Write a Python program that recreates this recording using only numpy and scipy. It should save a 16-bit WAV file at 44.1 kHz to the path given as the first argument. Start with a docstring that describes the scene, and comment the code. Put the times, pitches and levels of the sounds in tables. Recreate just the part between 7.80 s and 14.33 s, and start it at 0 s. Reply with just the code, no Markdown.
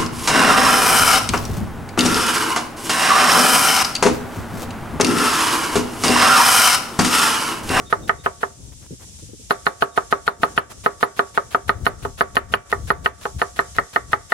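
"""Slicing shallots outdoors

A chef's knife slices shallots on a thick wooden board, six strokes a second, pausing for the next bulb.
Each stroke crunches through the layers, knocks the board and scrapes on it so the blade rings thinly.
Near surfaces echo the knocks. A breeze buffets the close stereo microphone over a high hiss and faint
peeps. Fingers and bulb bump the board. The recorder's limiter ducks everything after the hardest knocks.
"""
import sys
import numpy as np
from scipy import signal
from scipy.fft import rfft, irfft, next_fast_len
from scipy.io import wavfile
from scipy.ndimage import uniform_filter1d, minimum_filter1d, map_coordinates

SR = 44100
rng = np.random.default_rng(int(sys.argv[2]) if len(sys.argv) > 2 else 0)


def digitize_waveform(pressure):
    """Quantize a signal to 16-bit integers and store it at the path in sys.argv[1].

    Rows of a 2-D input are taken as channels; values are limited to [-1, 1].
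    """
    field = np.atleast_2d(pressure).T
    bounded = np.clip(field, -1, 1)
    quanta = np.round(bounded * 32767).astype(np.int16)
    wavfile.write(sys.argv[1], SR, quanta)


N = 287973

# Knife strokes. Each row: landing in seconds, blow in dB, ring in dB, clack in dB, bite in dB,
# scrape in dB, cutting time in seconds. Ring: how well the spot struck sounds the upper modes.
# Clack: how flat the edge lands. Bite: how sharply it catches the wood.
STROKES = [(-.042, -0.5, 7, -4, -5, -41.5, 0.027), (0.1265, 0.5, 4, -7.5, -1.5, -40, 0.032),
           (0.2943, 1, 11, -1.5, -9, -58, 0.023), (0.4612, -3.5, 0.5, 2, -16, -57, 0.027),
           (0.6315, -5.5, 4, -4.5, -14, -60, .028), (1.708, 1.5, 3.5, -3.5, 10, -31, .012),
           (1.8668, 3.5, 4.5, 0, 11.5, -35, 0.014), (2.0229, 5, -4.5, 3.5, 4.5, -28, 0.017),
           (2.1761, 0.5, 0, -4, 2.5, -52, .019), (2.3256, 2.5, 1.5, -3, 2, -44, 0.023),
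           (2.478, 3.5, 3, 1, 13, -29, 0.019), (2.633, 4, 2, 1.5, 5, -33, 0.02),
           (2.7773, 7, 3.5, 11, 4, -24, 0.019), (3.0612, 3.5, 3, -4.5, -4, -33, 0.028),
           (3.2288, 4.5, 3, -2, 4, -27, 0.029), (3.393, 1, 2, -2.5, 3.5, -38, 0.032),
           (3.5755, -0.5, 2, -4.5, 0.5, -54, 0.036), (3.7472, 2, 0, -0.5, -8.5, -39, 0.042),
           (3.8935, 4.5, 6, -1.5, 7.5, -33, 0.019), (4.0655, 5, 5, 1, 4, -23, 0.02),
           (4.2509, -10.5, -2, -8, -2, -57, 0.033), (4.4088, 4.5, 5.5, -2, 3, -28, 0.036),
           (4.5679, 7, 8, 6, 5, -24, 0.022), (4.738, 5.5, 6, 13.5, 2, -24, .022),
           (4.9265, -2, 7.5, -9, -7, -40, 0.032), (5.1034, 5, 6, -4.5, 2.5, -31, 0.034),
           (5.2598, 4, 9.5, 9, 5, -28, 0.02), (5.4543, -9.5, 0, 1, 4, -44, 0.048),
           (5.6168, -1, 4.5, 0.5, 3, -37, .034), (5.791, 0, 8, -3, 3, -39, 0.035),
           (5.9845, 0.5, 13, -3.5, -1, -38, 0.041), (6.161, 1.5, 11.5, -1.5, 1, -37, 0.035),
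           (6.3316, 1, 11, 1, 2, -39, 0.021), (6.5208, -4, 12.5, -3, 8, -37, 0.028)]
# Board modes. Each row: frequency in Hz, t60 in seconds, level in dB, left minus right in dB,
# left phase lead in radians.
BOARD_MODES = [(214, 0.068, -45.5, -15, -5), (278, 0.038, -26.5, 3.5, -0.1), (391.4, 0.16, -15, -7.7, -6.5),
               (403.8, 0.061, -15, -2, 0.37), (532, 0.013, -9.5, 6, -0.2), (671.3, 0.043, -10.5, 0.3, 4),
               (698, 0.037, -9.5, -8, -0.32), (703.4, 0.34, -35.5, -13, 2), (851.2, 0.11, -12.5, 2.5, -0.1),
               (899, 0.31, -38, 0.5, 2), (1015, 0.086, -14.5, -5.5, 1.92), (1104, 0.03, -8, -7.5, -1.5),
               (1138, 0.33, -32.5, -4.5, -0.5), (1243.7, 0.05, -15.5, -14.5, -3),
               (1306, 0.045, -0.5, 8, -3), (1312.7, 0.031, -2.5, 15.5, 2.5), (1484.4, 0.038, -9, -5, 0.1),
               (1756, 0.027, -6, -6.5, 3.5), (1772.6, 0.035, -8.5, -4.5, -1.36),
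               (1853, 0.021, -25, -16, -2.9), (2160, 0.016, -25.5, -19.5, -0.5),
               (2310, 0.31, -50.5, -1.5, 2), (2480, 0.019, -22.5, 11, -0.2), (2944, 0.0089, -11.5, 5, 1.8),
               (2894, 0.031, -31.5, -2.9, 1.5), (3500, 0.023, -30, 10, 0.45), (3590, 0.22, -50.5, 5.5, 1.5),
               (4130, 0.031, -37, 17, -1.2)]
# Blade modes. Each row: frequency in Hz, t60 in seconds, level in dB.
BLADE_MODES = [(4380, .008, 2), (8440, 0.0047, -12), (10140, 0.03, -6), (11120, .035, -5), (11820, .02, -7),
               (12770, .012, -13.5), (13350, .012, -28.5), (15100, .01, -13)]
# Echoes off ground and body. Each row: lag in seconds, gain.
ECHOES = [(0.00418, 0.32), (0.00643, 0.48)]
# Breeze, light and then gusty. Each row: time in seconds, buffeting in dB, flutter in dB.
WIND_LEVELS = [(0, -41, -47), (.13, -46, -48), (.24, -43, -40.5), (.45, -39, -60), (.63, -53.5, -51),
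               (.9, -42.5, -55.5), (1.25, -52, -60.5), (1.5, -45, -61), (1.95, -52.5, -63),
               (2.52, -51, -62), (2.62, -43, -43), (2.87, -48, -51), (3.05, -47.5, -56), (3.6, -51, -58),
               (3.9, -39.5, -55), (4, -30.5, -42), (4.3, -36, -43.5), (4.38, -44.5, -76), (4.6, -37.5, -47),
               (4.77, -37, -53), (4.86, -54, -60), (4.95, -36.5, -50), (5.08, -33, -47.5),
               (5.22, -33, -39.5), (5.36, -41.5, -52), (5.52, -52, -69), (5.56, -30, -49), (5.63, -52, -67),
               (6, -39.5, -58), (6.09, -56, -69), (6.33, -33, -46.5), (6.53, -59, -68)]
# Outdoor hiss. Each row: time in seconds, level in dB.
HISS_LEVELS = [(0, -52.5), (.8, -52), (1.3, -49), (3.6, -51.5), (4.8, -53), (5.8, -49.5), (6.53, -50.5)]
# Distant peeps. Each row: start in seconds, level in dB.
DISTANT_PEEPS = [(.055, -42.5), (.22, -45.5), (0.381, -46), (2.11, -49)]
# Fingers and bulb on the board. 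Each row: start in seconds, level in dB.
BOARD_BUMPS = [(0.383, -39), (1.105, -32.5), (1.122, -33.5), (1.422, -38.5), (1.488, -38.5), (1.529, -36.5),
               (1.593, -40.5)]
# Blade and skins over the wood. Each row: start in seconds, length in seconds, level in dB.
WOOD_BRUSHES = [(0.914, 0.029, -47.5), (1.005, 0.06, -49), (1.059, 0.011, -44.5), (1.078, 0.1, -57.5),
                (1.187, 0.075, -45), (1.38, 0.039, -49), (1.44, 0.12, -58), (2.893, 0.041, -35)]
# Noise spectra by source. Each row: frequency in Hz, relative density in dB.
CRUNCH_SPECTRUM = [(300, 1.5), (1200, 3.5), (2100, 0.5), (3700, -0.5), (5600, -7.5), (7500, -9), (9000, -9),
                   (11500, -4.5), (13500, -23.5), (16000, -16)]
SCATTER_SPECTRUM = [(100, -11.5), (330, -1), (460, 3.5), (560, 3.5), (680, 3), (820, -2), (950, -7.5),
                    (1250, 4.5), (1550, -2), (1900, -7.5), (2300, -17.5), (3100, -21.5), (4500, -30.5),
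                    (9000, -44.5)]
BUFFET_SPECTRUM = [(15, -17), (35, -8.5), (65, -1.5), (100, -3), (170, -15), (300, -29.5), (800, -59.5)]
FLUTTER_SPECTRUM = [(50, -20), (120, -2.5), (200, -1.5), (330, -5), (520, -13.5), (900, -22), (3000, -42.5)]
HISS_SPECTRUM = [(100, 5.5), (500, -15.5), (1500, -17.5), (2800, -9), (3500, -5), (4400, -7), (5700, 1),
                 (7300, 0.5), (8700, -2), (10500, -7), (12400, -14.5), (13500, -36), (16000, -37.5)]
BUMP_SPECTRUM = [(40, -15), (130, 7), (300, 1), (520, -6), (900, -56), (3000, -46.5)]
BRUSH_SPECTRUM = [(150, 6.5), (500, 4.5), (1800, -1.5), (4000, -8), (11000, -7.5), (15000, -20)]

SIDES = np.array([[1], [-1]])  # left, right
TIME_S = np.arange(N) / SR


def undb(db):
    """Decibels to gain."""
    return 10 ** (np.asarray(db) / 20)


def unit_rms(x):
    """Scale to rms 1."""
    return x / np.sqrt(np.mean(x ** 2))


def seconds(length_s):
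    """Time axis of a short sound."""
    return np.arange(int(length_s * SR)) / SR


def add(out, start_s, x):
    """Mix x into out from start_s, dropping what falls outside."""
    start = int(start_s * SR)
    x = x[..., max(-start, 0):]
    start = max(start, 0)
    out[:, start:start + x.shape[-1]] += x[..., :N - start]


def tint(x, spectrum):
    """Minimum-phase filter through (Hz, dB) points."""
    size = 2 * next_fast_len(x.shape[-1])
    hz, db = np.transpose(spectrum)
    log_hz = np.log(np.arange(size // 2 + 1) * SR / size + 1)
    gain = undb(np.interp(log_hz, np.log(hz), db))
    cepstrum = irfft(np.log(gain))
    cepstrum[1:size // 2] *= 2
    cepstrum[size // 2 + 1:] = 0
    return irfft(rfft(x, size) * np.exp(rfft(cepstrum)))[..., :x.shape[-1]]


def noise(size, side_db):
    """Stereo noise; long waves reach both microphone ports nearly alike."""
    mid, side = rng.standard_normal((2, size))
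    side = tint(side, [(40, -4.5), (200, -9), (500, 1), (1300, -1)])
    return unit_rms(mid + undb(side_db) * SIDES * side)


def shaped_noise(size, spectrum, side_db):
    """Filtered stereo noise, rms 1."""
    return unit_rms(tint(noise(size, side_db), spectrum))


def wander(rate_hz):
    """Smooth random curve, rms 1."""
    knots = rng.standard_normal(int(N / SR * rate_hz) + 2)
    return unit_rms(map_coordinates(knots, [TIME_S * rate_hz], order=2, mode="nearest"))


def crackle(size, spread_db):
    """Dense clicks of very unequal size, as from bursting cells."""
    return unit_rms(noise(size, side_db=-0.49) * undb(spread_db * rng.exponential(size=size)))


def crunch(gain_db, usual_cut_s, release_s, pop_db):
    """Layers burst until just after the blade meets wood; quicker, harder cuts are louder."""
    out = np.zeros((2, N))
    for land_s, blow_db, *_, cut_s in STROKES:
        level_db = gain_db + 4.5 * np.log2(usual_cut_s / cut_s) + 0.25 * blow_db
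        t = seconds(cut_s + 0.05)
        push = np.minimum(t / 0.01, 1) * np.exp(-np.maximum(t - cut_s, 0) / release_s)
        # skins give way in pops of about 1 ms
        pop_sizes = np.interp(t, np.linspace(0, t[-1], 70), rng.exponential(size=70))
        pops = unit_rms(undb(pop_db * pop_sizes))
        cells = unit_rms(tint(crackle(len(t), spread_db=1.5), CRUNCH_SPECTRUM))
        add(out, land_s - cut_s, undb(level_db) * push * pops * cells)
    return out


def board_ring(contact_s, detune_spread, spot_spread_db, damping_spread):
    """One blow on the board; hand weight and the spot struck vary each mode a little."""
    t = seconds(0.3)
    ring = np.zeros((2, len(t)))
    for hz, t60_s, db, pan_db, lead_rad in BOARD_MODES:
        detune, spot, grip = rng.standard_normal(3)
        mode_hz = hz * (1 + detune_spread * detune)
        decay_per_s = np.log(1000) / t60_s * np.exp(damping_spread * grip)
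        swing = np.exp((2j * np.pi * mode_hz - decay_per_s) * t[t < t60_s])
        port_gain = undb(db + spot_spread_db * spot + SIDES * pan_db / 2)
        port_phase = np.exp(1j * SIDES * lead_rad / 2)
        add(ring, 0, (port_gain * port_phase * swing).imag)
    return ring * (1 - np.exp(-t / contact_s))


def knock_spectrum(blow_db, ring_db, clack_db, bite_db):
    """(Hz, dB) colour of one landing; almost no deep bass comes through."""
    soft_db, hard_db = max(-blow_db, 0), max(blow_db, 0)
    thud_db = 0.5 + 0.37 * soft_db - 0.2 * ring_db - 0.15 * hard_db  # cushioned blows are mostly thud
    deep_db = thud_db + 0.89 * hard_db  # hard blows shove the whole board
    mid_db = -0.5 + 0.25 * clack_db  # flat landings lift the middle
    return [(20, -24), (110, deep_db), (250, deep_db), (380, thud_db), (900, thud_db),
            (1200, 0), (1380, 0), (1520, mid_db), (1700, mid_db), (1820, ring_db), (2080, ring_db),
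            (2400, clack_db / 2), (2800, clack_db), (3250, clack_db),
            (3600, bite_db / 2 - 2), (4100, bite_db), (4450, bite_db), (5000, 0)]


def scatter(gain_db, t60_s, late_db, late_t60_s, build_s):
    """Stones and walls scatter a knock: a short diffuse tail and a faint longer one."""
    t = seconds(0.3)
    fade = undb(-60 * t / t60_s) + undb(late_db - 60 * t / late_t60_s)
    build = np.minimum(t / build_s, 1)
    return undb(gain_db) * shaped_noise(len(t), SCATTER_SPECTRUM, side_db=-0.73) * fade * build


def knocks(gain_db, tail_contrast):
    """The edge lands on the board. Returns direct and scattered sound."""
    direct, scattered = np.zeros((2, 2, N))
    for land_s, blow_db, ring_db, clack_db, bite_db, *_ in STROKES:
        spectrum = knock_spectrum(blow_db, ring_db, clack_db, bite_db)
        # scatter gathers sound from all sides of the board, so it varies less
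        tail_spectrum = [(hz, tail_contrast * db) for hz, db in spectrum]
        ring = board_ring(contact_s=0.00038, detune_spread=0.0074, spot_spread_db=1.4,
                          damping_spread=0.037)
        tail = scatter(gain_db=-21.5, t60_s=0.14, late_db=-17.5, late_t60_s=0.5, build_s=0.0086)
        gain = undb(gain_db + blow_db)
        add(direct, land_s, gain * tint(ring, spectrum))
        add(scattered, land_s, gain * tint(tail, tail_spectrum))
    return direct, scattered


def near_echoes(x, lowpass_hz):
    """Ground and body throw back dull copies within a few milliseconds."""
    lowpass = signal.butter(2, lowpass_hz, fs=SR, output="sos")
    dull = signal.sosfiltfilt(lowpass, x, padtype="constant")
    out = np.zeros((2, N))
    for lag_s, gain in ECHOES:
        add(out, lag_s, gain * dull)
    return out


def blade_scrape(gain_db, skid_s):
    """The edge skids briefly in the wood and the steel rings."""
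    out, t = np.zeros((2, N)), seconds(0.05)
    steel = sum(undb(db - 60 * t / t60_s) * np.sin(2 * np.pi * hz * t) for hz, t60_s, db in BLADE_MODES)
    steel /= np.linalg.norm(steel)
    for land_s, *_, scrape_db, _ in STROKES:
        skid = crackle(len(t), spread_db=3) / (1 + (t / skid_s) ** 6)
        add(out, land_s, undb(gain_db + scrape_db) * signal.fftconvolve(skid, steel[None], axes=1))
    return out


def breeze(buffet_gain_db, flutter_gain_db, puff_db, eddy_db):
    """Slow buffets and quicker eddies at the microphone ports; both come in puffs."""
    times_s, buffet_db, flutter_db = np.transpose(WIND_LEVELS)
    swell_db = puff_db * wander(rate_hz=12)
    low_db = buffet_gain_db + np.interp(TIME_S, times_s, buffet_db) + swell_db
    low_db = low_db + 3.7 * SIDES  # stronger on the left
    buffets = undb(low_db) * shaped_noise(N, BUFFET_SPECTRUM, side_db=-1.7)
    high_db = flutter_gain_db + np.interp(TIME_S, times_s, flutter_db) + swell_db
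    high_db += eddy_db * wander(rate_hz=35)
    eddies = undb(high_db) * shaped_noise(N, FLUTTER_SPECTRUM, side_db=-0.64)
    return buffets + eddies


def outdoor_hiss(gain_db, flicker_db):
    """A high hiss that swells and sinks."""
    level_db = np.interp(TIME_S, *np.transpose(HISS_LEVELS)) + flicker_db * wander(rate_hz=25)
    return undb(gain_db + level_db) * shaped_noise(N, HISS_SPECTRUM, side_db=1.9)


def peeps(gain_db, pitch_hz, length_s):
    """Faint, thin peeps far off, blurred by an unsteady pitch."""
    out, t = np.zeros((2, N)), seconds(length_s)
    envelope = np.sin(np.pi * t / length_s) * np.exp(-t / length_s)
    for start_s, db in DISTANT_PEEPS:
        drift_rad = np.cumsum(0.09 * rng.standard_normal(len(t)))
        add(out, start_s, undb(gain_db + db) * envelope * np.sin(2 * np.pi * pitch_hz * t + drift_rad))
    return out


def bumps(rise_s):
    """Fingers and bulb thump softly on the board."""
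    out, t = np.zeros((2, N)), seconds(0.12)
    envelope = t / rise_s * np.exp(1 - t / rise_s)
    for start_s, db in BOARD_BUMPS:
        add(out, start_s, undb(db) * envelope * shaped_noise(len(t), BUMP_SPECTRUM, side_db=0))
    return out


def brushes():
    """Blade and skins rub over the wood as slices are pushed aside."""
    out, t = np.zeros((2, N)), seconds(0.12)
    for start_s, length_s, db in WOOD_BRUSHES:
        rub = unit_rms(tint(crackle(len(t), spread_db=3.2), BRUSH_SPECTRUM))
        envelope = np.sin(np.pi * np.minimum(t / length_s, 1))
        add(out, start_s, undb(db) * envelope * rub)
    return out


def limiter(x, threshold_db, sense_s, hold_s, release_s):
    """A hard knock turns everything down at once; the gain holds, then recovers."""
    sense, hold = int(sense_s * SR) + 1, int(hold_s * SR) + 1
    power = uniform_filter1d(np.mean(x ** 2, axis=0), sense)
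    wanted_db = -10 * np.log10(np.maximum(power / undb(threshold_db) ** 2, 1))
    held_db = minimum_filter1d(wanted_db, hold, origin=(hold - 1) // 2, mode="nearest")
    pole = np.exp(-1 / (release_s * SR))
    gain_db = np.minimum(held_db, signal.lfilter([1 - pole], [1, -pole], held_db))
    return x * undb(uniform_filter1d(gain_db, sense, origin=-(sense // 2) + 1))


def scene():
    """Knife and board with their echoes, in the open air."""
    direct, scattered = knocks(gain_db=-0.5, tail_contrast=0.67)
    board = direct + near_echoes(direct, lowpass_hz=2180) + scattered
    knife = crunch(gain_db=-34, usual_cut_s=0.023, release_s=0.015, pop_db=2.5)
    knife += blade_scrape(gain_db=-4.5, skid_s=0.016)
    air = breeze(buffet_gain_db=1, flutter_gain_db=1.5, puff_db=2, eddy_db=3.5)
    air += outdoor_hiss(gain_db=4.5, flicker_db=1)
    air += peeps(gain_db=2, pitch_hz=3680, length_s=0.053)
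    return board + knife + air + bumps(rise_s=0.0073) + brushes()


def record(dry):
    """The recorder drops deep bass, ducks after hard knocks, rounds peaks and cuts the top."""
    bottom_hz, top_hz = 35, 15900
    lean = signal.sosfilt(signal.butter(2, bottom_hz, "high", fs=SR, output="sos"), dry)
    limited = limiter(lean, threshold_db=-7.5, sense_s=0.0036, hold_s=0.11, release_s=0.012)
    rounded = limited / (1 + limited ** 6) ** (1 / 6)
    return signal.sosfilt(signal.ellip(8, 0.2, 70, top_hz, fs=SR, output="sos"), rounded)


dry = scene()
out = record(dry)
digitize_waveform(out)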